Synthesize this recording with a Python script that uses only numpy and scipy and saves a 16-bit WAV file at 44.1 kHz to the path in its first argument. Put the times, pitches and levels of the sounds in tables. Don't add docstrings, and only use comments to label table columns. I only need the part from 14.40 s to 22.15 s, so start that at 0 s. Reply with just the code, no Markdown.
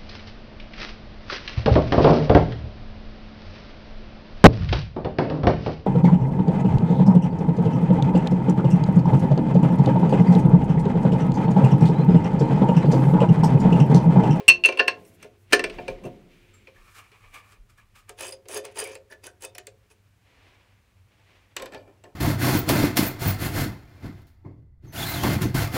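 import sys
import numpy as np
from scipy import signal
from scipy.fft import rfft, irfft, next_fast_len
from scipy.io import wavfile
from scipy.ndimage import map_coordinates

SR = 44100
rng = np.random.default_rng(int(sys.argv[2]) if len(sys.argv) > 2 else 0)


def generate_wav(signal):
    frames = np.transpose(np.atleast_2d(signal))
    scaled = np.clip(frames, -1, 1) * 32767
    pcm = np.round(scaled).astype(np.int16)
    wavfile.write(sys.argv[1], SR, pcm)


N = 341807


def amp(db):
    return 10 ** (np.asarray(db) / 20)


def unit_rms(x):
    return x / np.sqrt(np.mean(x ** 2) + 1e-20)


def log_interp(points, hz):
    knots_hz, values = np.transpose(points)
    return np.interp(np.log(hz + 1), np.log(knots_hz + 1), values)


def wobble(rate_hz):
    knots = rng.standard_normal(int(N * rate_hz / SR) + 4)
    return map_coordinates(knots, [np.arange(N) * rate_hz / SR])


def filtered(x, response):
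    size = next_fast_len(len(x) + 8192)
    return irfft(rfft(x, size) * response(np.fft.rfftfreq(size, 1 / SR)), size)[:len(x)]


def lowpass(x, edge_hz):
    return filtered(x, lambda hz: 1 / (1 + (hz / edge_hz) ** 6))


def noise(spectrum, grain_db=0, count=N):
    grains = rng.standard_normal(count) * amp(grain_db * rng.standard_normal(count))
    return unit_rms(filtered(grains, lambda hz: amp(log_interp(spectrum, hz))))


def strokes_db(rows, attack_db_s, release_db_s):
    start_s, length_s, start_db, end_db = np.transpose(rows)[:4, :, None]
    t = np.arange(N) / SR - start_s
    held_db = start_db + (end_db - start_db) * np.clip(t / length_s, 0, 1)
    return held_db - attack_db_s * np.clip(-t, 0, None) - release_db_s * np.clip(t - length_s, 0, None)


def envelope(rows, attack_db_s, release_db_s, offset=False):
    offset_db = np.array(rows)[:, 4:] if offset else 0
    return amp(strokes_db(rows, attack_db_s, release_db_s) + offset_db).sum(axis=0)


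def ring(modes, scatter_db, t60_scale, contact_s):
    t = np.arange(SR // 2) / SR
    hz, db, t60_s = np.transpose(modes)[..., None]
    db = db + scatter_db * rng.standard_normal(db.shape)
    hz = hz * (1 + .002 * rng.standard_normal(db.shape))
    rise = 1 - np.exp(-t * hz / 2)
    sound = np.sum(amp(db - 60 * t / (t60_s * t60_scale)) * rise * np.sin(2 * np.pi * hz * t), axis=0)
    if contact_s:
        rattle = rng.standard_normal(len(t)) * amp(-60 * t / contact_s)
        sound = signal.fftconvolve(sound, rattle)[:len(t)]
    return sound / np.linalg.norm(sound)


def rubbed(gain, modes, shift_db, rate_hz, t60_scale=1):
    force = gain * rng.standard_normal(N)
    out, energy = np.zeros(N), 0
    for hz, db, t60_s in modes:
        pole, step_rad = amp(-60 / (t60_scale * t60_s * SR)), 2 * np.pi * hz / SR
        drive = amp(db + shift_db * wobble(rate_hz)) * force
        out += signal.lfilter([np.sin(step_rad)], [1, -2 * pole * np.cos(step_rad), pole ** 2], drive)
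        energy += amp(2 * db) / 2 / (1 - pole ** 2)
    return out / np.sqrt(energy)


# frequency in Hz, relative level in dB.
AIR_SPECTRUM = [(26, -30.5), (45, -6.5), (70, -6.5), (111, -3), (157, -20), (190, -13), (249, -22.5),
                (311, -23.5), (786, -30), (1520, -28.5), (3410, -36), (6930, -38), (15500, -43)]

def room_tone():
    hum_db = -63.5 + 3.5 * wobble(11)
    hum_hz = 99 + 3 * wobble(5.7)
    return amp(hum_db) * np.sin(2 * np.pi * np.cumsum(hum_hz) / SR) + amp(-63.5) * noise(AIR_SPECTRUM)


# start and length in seconds, start and end level in dB.
SOFT_SWELLS = [(0, 0.011, -42, -54.5), (.29, 0.025, -67, -53.5), (1.27, 0.087, -53, -49.5),
               (4.27, 0.11, -52, -73), (5.87, 0.21, -64, -58), (6.72, 0.2, -70.5, -62)]
# frequency in Hz, relative level in dB.
SWELL_SPECTRUM = [(150, -35.5), (250, -2.5), (478, -4.5), (1130, -5.5), (1280, -9.5), (2340, -3),
                  (5510, -19), (12000, -37.5), (15600, -65.5), (22000, -120)]

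def soft_swells():
    gain = envelope(SOFT_SWELLS, attack_db_s=390, release_db_s=47) + amp(-74.5)
    return gain * amp(-1.5 + 1.7 * wobble(33)) * noise(SWELL_SPECTRUM, grain_db=2.8)


# frequency in Hz, relative level in dB.
CONTACT_SPECTRUM = [(88, -41), (150, -10.5), (412, -3), (1290, -6.5), (2550, 0.5), (3690, -9), (4310, -5.5),
                    (6120, -9), (6740, -22.5), (8180, -21.5), (15500, -39.5)]

def contact_burst(low_t60_s, high_t60_s, treble_db, rise_s):
    t = np.arange(SR // 2) / SR
    low = lowpass(noise(CONTACT_SPECTRUM, count=len(t)), 5500)
    high = noise([(3500, -37.5), (6500, 2), (9000, -2), (12500, -9), (15000, -8)], count=len(t))
    rise = 1 - np.exp(-t / rise_s)
    return rise * (low * amp(-60 * t / low_t60_s) + high * amp(treble_db - 60 * t / high_t60_s))


# start in seconds, level in dB, trims in dB for wrench ring, spindle head,
# treble and nut, decay scale.
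WRENCH_BLOWS = [(0.0014, -37, -20.5, 3.5, -31.5, -1, .6), (0.0806, -4.5, -8.5, -34.5, -7.5, -24, .4),
                (0.0863, -2, 2, -38, -9, -25, 0.6), (0.0974, -2, -2.5, -31, -28, -21.5, .62),
                (0.2381, -17, 3, -37, -16.5, -25, .6), (0.2489, -7, -1.5, -40.5, -26.5, -24, 0.62),
                (0.2575, -6.5, -9.5, -21, -13, -21.5, 0.45), (0.287, -11, -10.5, -10, -24, -5.5, 0.34),
                (0.323, -20, -13.5, -12.5, -28.5, -8, 0.76), (0.373, -21, -8.5, -10.5, -24, -7.5, 0.82),
                (0.388, -23.5, -6, -27, -20, -10.5, .4), (0.3934, -11, -4.5, -18, -24.5, 1, 0.33),
                (0.397, -2.5, -12, -14.5, -37, -7, 0.4), (0.476, -25, -6.5, -23.5, -18.5, -2.5, 0.44),
                (0.4795, -3, -11.5, -24, -23.5, -10, 0.5), (0.6495, -47, -19, -28, -5.5, -17.5, .6),
                (0.8268, -30.5, -25.5, -19, -12, -11.5, 0.31), (0.844, -42.5, -23, 4.5, -16, -2.5, .6),
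                (1.1238, -5.5, -20, -16, -21, -11, .5), (1.1299, 8.5, -31.5, -21.5, -25.5, -10.5, 1.7),
                (1.1935, -7.5, -22, -30, -24.5, -10, .3), (1.2395, -7.5, -20.5, -16.5, -22.5, -10, .4),
                (1.2974, -19.5, -36, -38, -30, -28, .6), (1.3845, -31.5, -11.5, 2, -42, 2, .4),
                (1.4801, -17.5, -22, -5, -22.5, -6, 0.26), (1.6378, -40.5, -14, 3, -11, 1.5, 0.69),
                (1.652, -45, -5, 7, -5.5, -13, 0.79)]
# frequency in Hz, relative level in dB, t60 in seconds.
WRENCH_MODES = [(2485, -12, .12), (3930, -28, 0.17), (4337, -13, 0.19), (5560, -22.5, 0.11),
                (6160, -22.5, 0.11), (8170, -15, 0.044), (8590, -20.5, 0.046), (8890, -28, 0.1293),
                (11040, -22, 0.023), (14490, -36.5, .05)]
BEATING_MODES = [(2688.7, 1.5, 0.125), (2727, 2, 0.1)]
HEAD_MODES = [(246, -16, 0.14), (334.8, -11, 0.038), (380, 1, 0.11), (419.9, 5.5, 0.15), (430.9, -5, 0.21),
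              (532.7, 7.5, 0.12), (580, -9.5, 0.1), (630, -2, 0.18), (718.5, -3.5, 0.13), (898, -3, 0.039)]
TIGHT_NUT_MODES = [(1060, 2, 0.23), (1366, -3, 0.063), (1446, -3, 0.21), (1650, -1.5, 0.11),
                   (1762, 1.5, .12), (2119.5, -6, 0.017), (2370, 3.5, 0.14), (2916, -4.5, 0.092),
                   (3070, -10.5, 0.062), (4600, -8.5, 0.065)]

def wrench_blows():
    out = np.zeros(N + SR)
    for start_s, db, ring_db, head_db, treble_db, nut_db, decay in WRENCH_BLOWS:
        gripped = min(decay, .7)
        hit = amp(ring_db + 25.5) * ring(BEATING_MODES, .95, gripped, contact_s=0)
        hit += amp(ring_db + 10.5) * ring(WRENCH_MODES[:3], 2.2, gripped, contact_s=.0055)
        hit += amp(treble_db + 18.5) * ring(WRENCH_MODES[3:], 3.2, gripped, contact_s=.012)
        hit += amp(head_db + 24.5) * ring(HEAD_MODES, 2.4, 1, contact_s=.012)
        hit += amp(nut_db + 16) * ring(TIGHT_NUT_MODES, 4.4, .4, contact_s=.022)
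        hit += amp(-14.5) * contact_burst(.06, .029 * decay, treble_db + 12.5, rise_s=.00094)
        out[round(start_s * SR):][:len(hit)] += amp(db) * hit
    return out[:N]


# frequency in Hz, relative level in dB, t60 in seconds.
BED_MODES = [(188, -6, 1.7), (240, -10.5, 3.2), (355, 2.5, 2.4), (413, 1, .63), (657, -3.5, 1.1)]

def lathe_bed():
    impulses, t = np.zeros(N), np.arange(N) / SR
    for start_s, db, *_ in WRENCH_BLOWS:
        impulses[round(start_s * SR)] = amp(db - 51)
    hum = sum(amp(db - 60 * t / t60_s) * np.sin(2 * np.pi * hz * t) for hz, db, t60_s in BED_MODES)
    return signal.fftconvolve(impulses, hum)[:N]


# start in seconds, frequency in Hz, level in dB.
LOW_THUMPS = [(0.083, 137, -26.5), (1.13, 72.6, -36.5), (1.191, 45, -45)]

def low_thumps():
    out, t = np.zeros(N), np.arange(N) / SR
    for start_s, hz, db in LOW_THUMPS:
        cycles = np.clip(hz * (t - start_s), 0, None)
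        out += amp(db) * np.sin(2 * np.pi * cycles) * np.exp(-cycles / 1.3)
    return out


# start and length in seconds, start and end level in dB, scuff offset in dB.
HOOK_SHOVES = [(.55, 0.26, -51, -56, -12), (.828, 0.0043, -53.5, -50.5, 8), (.86, 0.012, -47.5, -61, -29.5),
               (1.1, 0.013, -59, -44, 5), (1.26, 0.056, -38.5, -49.5, -8), (1.345, 0.081, -55, -73, 7.5),
               (1.4, 0.016, -33, -36, -26.5), (1.486, 0.012, -39.5, -30, -10),
               (1.664, 0.011, -30.5, -34.5, -15.5), (1.72, 0.21, -48, -56, -12), (1.92, 0.5, -58, -63, 4.5)]

def hook_grind():
    push = envelope(HOOK_SHOVES, attack_db_s=380, release_db_s=340) * amp(2.2 * wobble(27))
    scuff = envelope(HOOK_SHOVES, attack_db_s=380, release_db_s=340, offset=True)
    scuff *= noise([(800, -13), (2400, 5), (5000, -11), (9000, -17), (15000, -20.5)], grain_db=3)
    groan = noise([(60, -29.5), (100, -3.5), (170, 5), (300, .5), (1000, -18.5), (4000, -42.5)], 6)
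    head = rubbed(push, HEAD_MODES, shift_db=.96, rate_hz=98)
    return amp(-13.5) * head + amp(-8) * push * groan + amp(-9.5) * scuff


# start and length in seconds, start and end level in dB.
PALM_SLIPS = [(.6, 0.15, -69.5, -65), (.995, 0.032, -74, -67)]

def palm():
    gain = envelope(PALM_SLIPS, attack_db_s=380, release_db_s=500) * amp(2.5 * wobble(40))
    return gain * noise([(2000, -28.5), (6000, -3), (11000, .5), (15500, -3.5)], grain_db=3)


# start and length in seconds, start and end level in dB.
SHUDDERS = [(1.14, 0.25, -51, -43), (1.5, 0.024, -36, -40), (1.62, 0.11, -55, -46.5), (1.9, 0.19, -65, -53),
            (2.39, .012, -54, -52), (2.87, .012, -50, -54.5), (3.21, .012, -44, -50.5),
            (3.37, 0.34, -63, -62)]

def spindle_rumble():
    strain = envelope(SHUDDERS, attack_db_s=380, release_db_s=120) + amp(-78.5)
    return amp(-5) * strain * noise([(18, -30), (25, -2), (31, 0), (45, -16.5), (100, -21), (300, -73)])


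# start in seconds, frequency in Hz, level in dB, t60 in seconds.
STEEL_SQUEAKS = [(2.135, 7500, -56.5, 0.2), (2.271, 2510, -41, 0.036), (2.359, 1774, -53, .12),
                 (3.383, 1780, -50, 0.07), (3.85, 8266, -40, .05), (3.882, 4900, -41, 0.058),
                 (3.922, 4940, -35, 0.052), (3.923, 9340, -34.5, 0.031), (4.385, 9200, -26, 0.11),
                 (4.445, 2330, -36.5, 0.22), (4.698, 1744, -50.5, 0.19), (4.722, 1724, -38, 0.07),
                 (4.866, 1775, -51, 0.081), (4.873, 1545, -42, 0.084), (5.05, 3600, -50, 0.16),
                 (5.148, 5450, -45, 0.043), (5.27, 4480, -47, .04), (7.322, 4600, -58, .04),
                 (7.378, 4600, -50, 0.03), (7.652, 1770, -50, 0.059)]

def squeaks():
    out, t = np.zeros(N + SR), np.arange(SR // 2) / SR
    for start_s, hz, db, t60_s in STEEL_SQUEAKS:
        rise_s = .038 * t60_s
        drift_rad = np.cumsum(rng.normal(0, .11, len(t)))
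        swell = np.where(t < rise_s, t / rise_s, amp(-60 * (t - rise_s) / t60_s))
        out[round(start_s * SR):][:len(t)] += amp(db) * swell * np.sin(2 * np.pi * hz * t + drift_rad)
    return out[:N]


# start and length in seconds, start and end level in dB, skin offset in dB.
NUT_TURNS = [(2.142, 0.011, -74, -76.5, 9), (2.288, 0.025, -54, -68, -25),
             (2.348, 0.18, -64.5, -56.5, -5.5), (2.55, 0.042, -52, -49, -4),
             (2.641, 0.36, -61.5, -60, -9.5), (2.944, 0.07, -44.5, -61, -7), (3.038, 0.093, -61, -54, -8.5),
             (3.3, .01, -64.5, -69.5, 3), (3.38, 0.022, -54, -58.5, -10), (3.557, 0.037, -51.5, -53, -7.5),
             (3.695, 0.0092, -47, -55, -6.5)]
# frequency in Hz, relative level in dB, t60 in seconds.
LOOSE_NUT_MODES = [(1170, -1.5, 0.022), (1784, -8, 0.022), (2346, 5.5, 0.01), (2770, -12.5, 0.026)]
# frequency in Hz, relative level in dB.
SKIN_SPECTRUM = [(410, -57), (700, -34), (1250, 1.5), (1540, -6), (2310, -10.5), (5950, -15.5),
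                 (7810, -14.5), (15500, -22)]

def nut_turns():
    thread_db = strokes_db(NUT_TURNS, attack_db_s=1250, release_db_s=340)
    top_db = thread_db.max(axis=1, keepdims=True)
    skin_db = top_db + np.array(NUT_TURNS)[:, 4:] + 1.33 * (thread_db - top_db)
    skin = amp(skin_db).sum(axis=0) * noise(SKIN_SPECTRUM, grain_db=4)
    rub = amp(thread_db).sum(axis=0) * amp(4.4 * wobble(31))
    return amp(-4) * rubbed(rub, LOOSE_NUT_MODES, shift_db=2, rate_hz=9.5) + amp(3.5) * skin


# start in seconds, level in dB, head and treble
# trims in dB.
COLLET_TICKS = [(2.2711, -34.5, -10, -29), (2.7164, -35.5, -22, -18), (3.1203, -38.5, -24, -9),
                (3.693, -26, -14.5, -3), (3.7869, -26, -28, -11), (3.811, -46, -24, -6),
                (3.923, -30, -6.5, -20), (4.055, -38.5, -6, -18), (4.0848, -32.5, -5.5, 4),
                (4.104, -41, -28, -1), (4.129, -39, -20, 3), (4.19, -33, -34, -9),
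                (4.2373, -38.5, 3.5, -18.5), (4.2506, -25.5, -11, -12), (4.3558, -34, -5, -9),
                (4.371, -21.5, -14, -7), (4.3892, -19, -16, -3.5), (4.4, -35.5, -25, 17),
                (4.4186, -24.5, -3, -5), (4.5522, -26, -10.5, -5.5), (4.721, -32, -40, -23),
                (4.84, -39, -17, 5), (4.854, -49, -16, 0), (4.8665, -33, -14, 4.5), (5.022, -35, -9, 4.5),
                (5.036, -37, -10, 8), (5.0482, -46.5, -18, 24.5), (5.1507, -28.5, -18, -5.5),
                (5.1815, -24.5, -19, 0), (5.2686, -28, -14, 0), (7.1651, -12, -38, -6),
                (7.1972, -21.5, -22, -16), (7.2215, -22, -9, -4), (7.2571, -23.5, -29, -8.5),
                (7.262, -30, -20, -12), (7.3216, -31, -27, -12), (7.3351, -30, -30, -13),
                (7.345, -23.5, -12, -12), (7.638, -33.5, -26, -7)]
# frequency in Hz, relative level in dB, t60 in seconds.
ROD_MODES = [(1840, -1.5, 0.022), (2560, -3.5, 0.047), (3030, -1.5, 0.025), (3536, -10.5, 0.051),
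             (4880, 0, 0.022), (5560, -6, 0.029), (5970, -4.5, 0.027), (6400, -5.5, 0.049),
             (7640, -3, 0.037), (8310, 5, 0.02), (9430, 4.5, 0.019), (10450, 8.5, 0.0076),
             (11150, -4, 0.01), (14760, -7, 0.025)]
BAR_MODES = [(1798, 6, 0.054), (2280, 2, 0.025), (2840, 1, 0.042), (3660, -1, 0.037), (4520, -9, 0.03),
             (5930, 0, 0.016), (7760, 7, 0.018), (11300, -3, 0.013), (14000, -4, .006)]
BAR_IN_S = 7

def collet_ticks():
    out = np.zeros(N + SR)
    for start_s, db, head_db, treble_db in COLLET_TICKS:
        if start_s < BAR_IN_S:
            stock = ring(ROD_MODES, 2.7, .49, contact_s=.01)
        else:
            stock = ring(BAR_MODES, 2.8, .77, contact_s=.0075)
        hit = amp(treble_db + 9.5) * stock
        hit += amp(head_db + 24.5) * ring(HEAD_MODES, 4.9, .99, contact_s=.051)
        hit += amp(-14.5) * contact_burst(.064, .018, treble_db + 5, rise_s=.0011)
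        out[round(start_s * SR):][:len(hit)] += amp(db) * hit
    return out[:N]


# start and length in seconds, start and end level in dB, head offset in dB.
ROD_JERKS = [(3.782, 0.019, -42, -37, -7), (3.808, 0.088, -30.5, -35.5, -1),
             (3.924, 0.0043, -50, -44.5, -3), (4.092, 0.081, -38.5, -26, 3.5),
             (4.252, 0.041, -32.5, -71, -15), (4.322, 0.0091, -47, -73, 2), (4.356, 0.041, -42, -26.5, -6),
             (4.415, 0.12, -36.5, -43, 3.5), (4.697, 0.021, -65, -44, 8.5), (4.838, 0.026, -43, -38, 0.5),
             (5.008, 0.036, -53, -34.5, 1.5), (5.504, 0.014, -54.5, -52.5, 0.5)]
# frequency in Hz, relative level in dB.
GRIT_SPECTRUM = [(530, -31.5), (900, 2.5), (1450, -7.5), (1800, -8), (2540, -0.5), (4390, -10), (8980, -10),
                 (10100, -1.5), (12100, -26.5), (15500, -16.5)]
CREST_RATE_HZ, CREST_DECAY_DB, CREST_SCATTER_DB = 99.3, 18, 2.5

def rod_drag():
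    scrape = envelope(ROD_JERKS, attack_db_s=1850, release_db_s=585)
    shake = envelope(ROD_JERKS, attack_db_s=1850, release_db_s=380, offset=True)
    crests = np.cumsum(CREST_RATE_HZ * np.exp(.24 * wobble(25))) / SR
    size_db = CREST_SCATTER_DB * rng.standard_normal(N // 50)[crests.astype(int)]
    click_db = size_db - CREST_DECAY_DB * (crests % 1) + 7.1 * np.tanh(wobble(300))
    clicks = scrape * unit_rms(amp(click_db))
    rasp = scrape * unit_rms(amp(3.4 * np.tanh(wobble(300))))
    rod = amp(-12.5) * rubbed(rasp, ROD_MODES[:8], shift_db=3.5, rate_hz=28, t60_scale=.6)
    rod += amp(-16) * rubbed(clicks, ROD_MODES[8:], shift_db=4.8, rate_hz=34)
    grit = noise(GRIT_SPECTRUM, grain_db=2.7)
    dull = lowpass(grit, 6000)
    head = rubbed(shake, HEAD_MODES[2:], shift_db=1.8, rate_hz=20, t60_scale=1.15)
    return rod + amp(-10.5) * (rasp * dull + clicks * (grit - dull)) + amp(-11) * head


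# start and length in seconds, start and end level in dB, head offset in dB.
BAR_PUSHES = [(7.164, 0.066, -49, -39.5, -0.5), (7.322, 0.061, -44.5, -49.5, 3),
              (7.478, 0.0094, -58.5, -63, 9.5), (7.642, 0.016, -54.5, -56, 8.5)]
BORE_T60_SCALE = .33

def bar_slide():
    rub = envelope(BAR_PUSHES, attack_db_s=2340, release_db_s=230) * unit_rms(amp(1.4 * wobble(150)))
    shake = envelope(BAR_PUSHES, attack_db_s=2340, release_db_s=170, offset=True)
    head = rubbed(shake, HEAD_MODES, shift_db=3.4, rate_hz=17, t60_scale=BORE_T60_SCALE)
    puff = shake * noise([(120, -32), (250, 0), (600, 5), (1000, -4), (2000, -42)])
    nut = rubbed(rub, TIGHT_NUT_MODES, shift_db=4.8, rate_hz=25, t60_scale=BORE_T60_SCALE)
    bar = rubbed(rub, BAR_MODES, shift_db=2.8, rate_hz=25)
    hiss = rub * noise(CONTACT_SPECTRUM, grain_db=3.5)
    return amp(-9) * nut + amp(-19) * bar + amp(-20) * hiss + amp(-10) * head + amp(-7) * puff


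def radiated(x, edge_hz):
    return filtered(x, lambda hz: 1 / np.sqrt(1 + (edge_hz / (hz + 1)) ** 8))


# frequency in Hz, t60 in seconds.
ROOM_T60_S = [(200, 0.56), (2000, 0.16), (6000, 0.15), (14000, 0.018)]

def reverb(x):
    hz, t, spectra = signal.stft(rng.standard_normal(SR // 2), SR, nperseg=256)
    decay = amp(-60 * t / log_interp(ROOM_T60_S, hz)[:, None])
    tail = signal.istft(spectra * decay, SR, nperseg=256)[1]
    return signal.fftconvolve(np.pad(x, (300, 0)), tail / np.linalg.norm(tail))[:N]


def scene():
    work = radiated(wrench_blows(), edge_hz=250) + lathe_bed() + low_thumps() + hook_grind() + palm()
    work += radiated(squeaks() + nut_turns() + collet_ticks() + rod_drag(), edge_hz=300) + bar_slide()
    background = room_tone() + soft_swells() + spindle_rumble()
    return (work + amp(-14) * reverb(work) + background)[None]


def record(dry):
    top_hz = 15790
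    clipped = dry[0] / (1 + np.abs(dry[0]) ** 8) ** (1 / 8)
    return filtered(clipped, lambda hz: np.clip((top_hz - hz) / 150 + .5, 0, 1))[None]


dry = scene()
out = record(dry)
generate_wav(out)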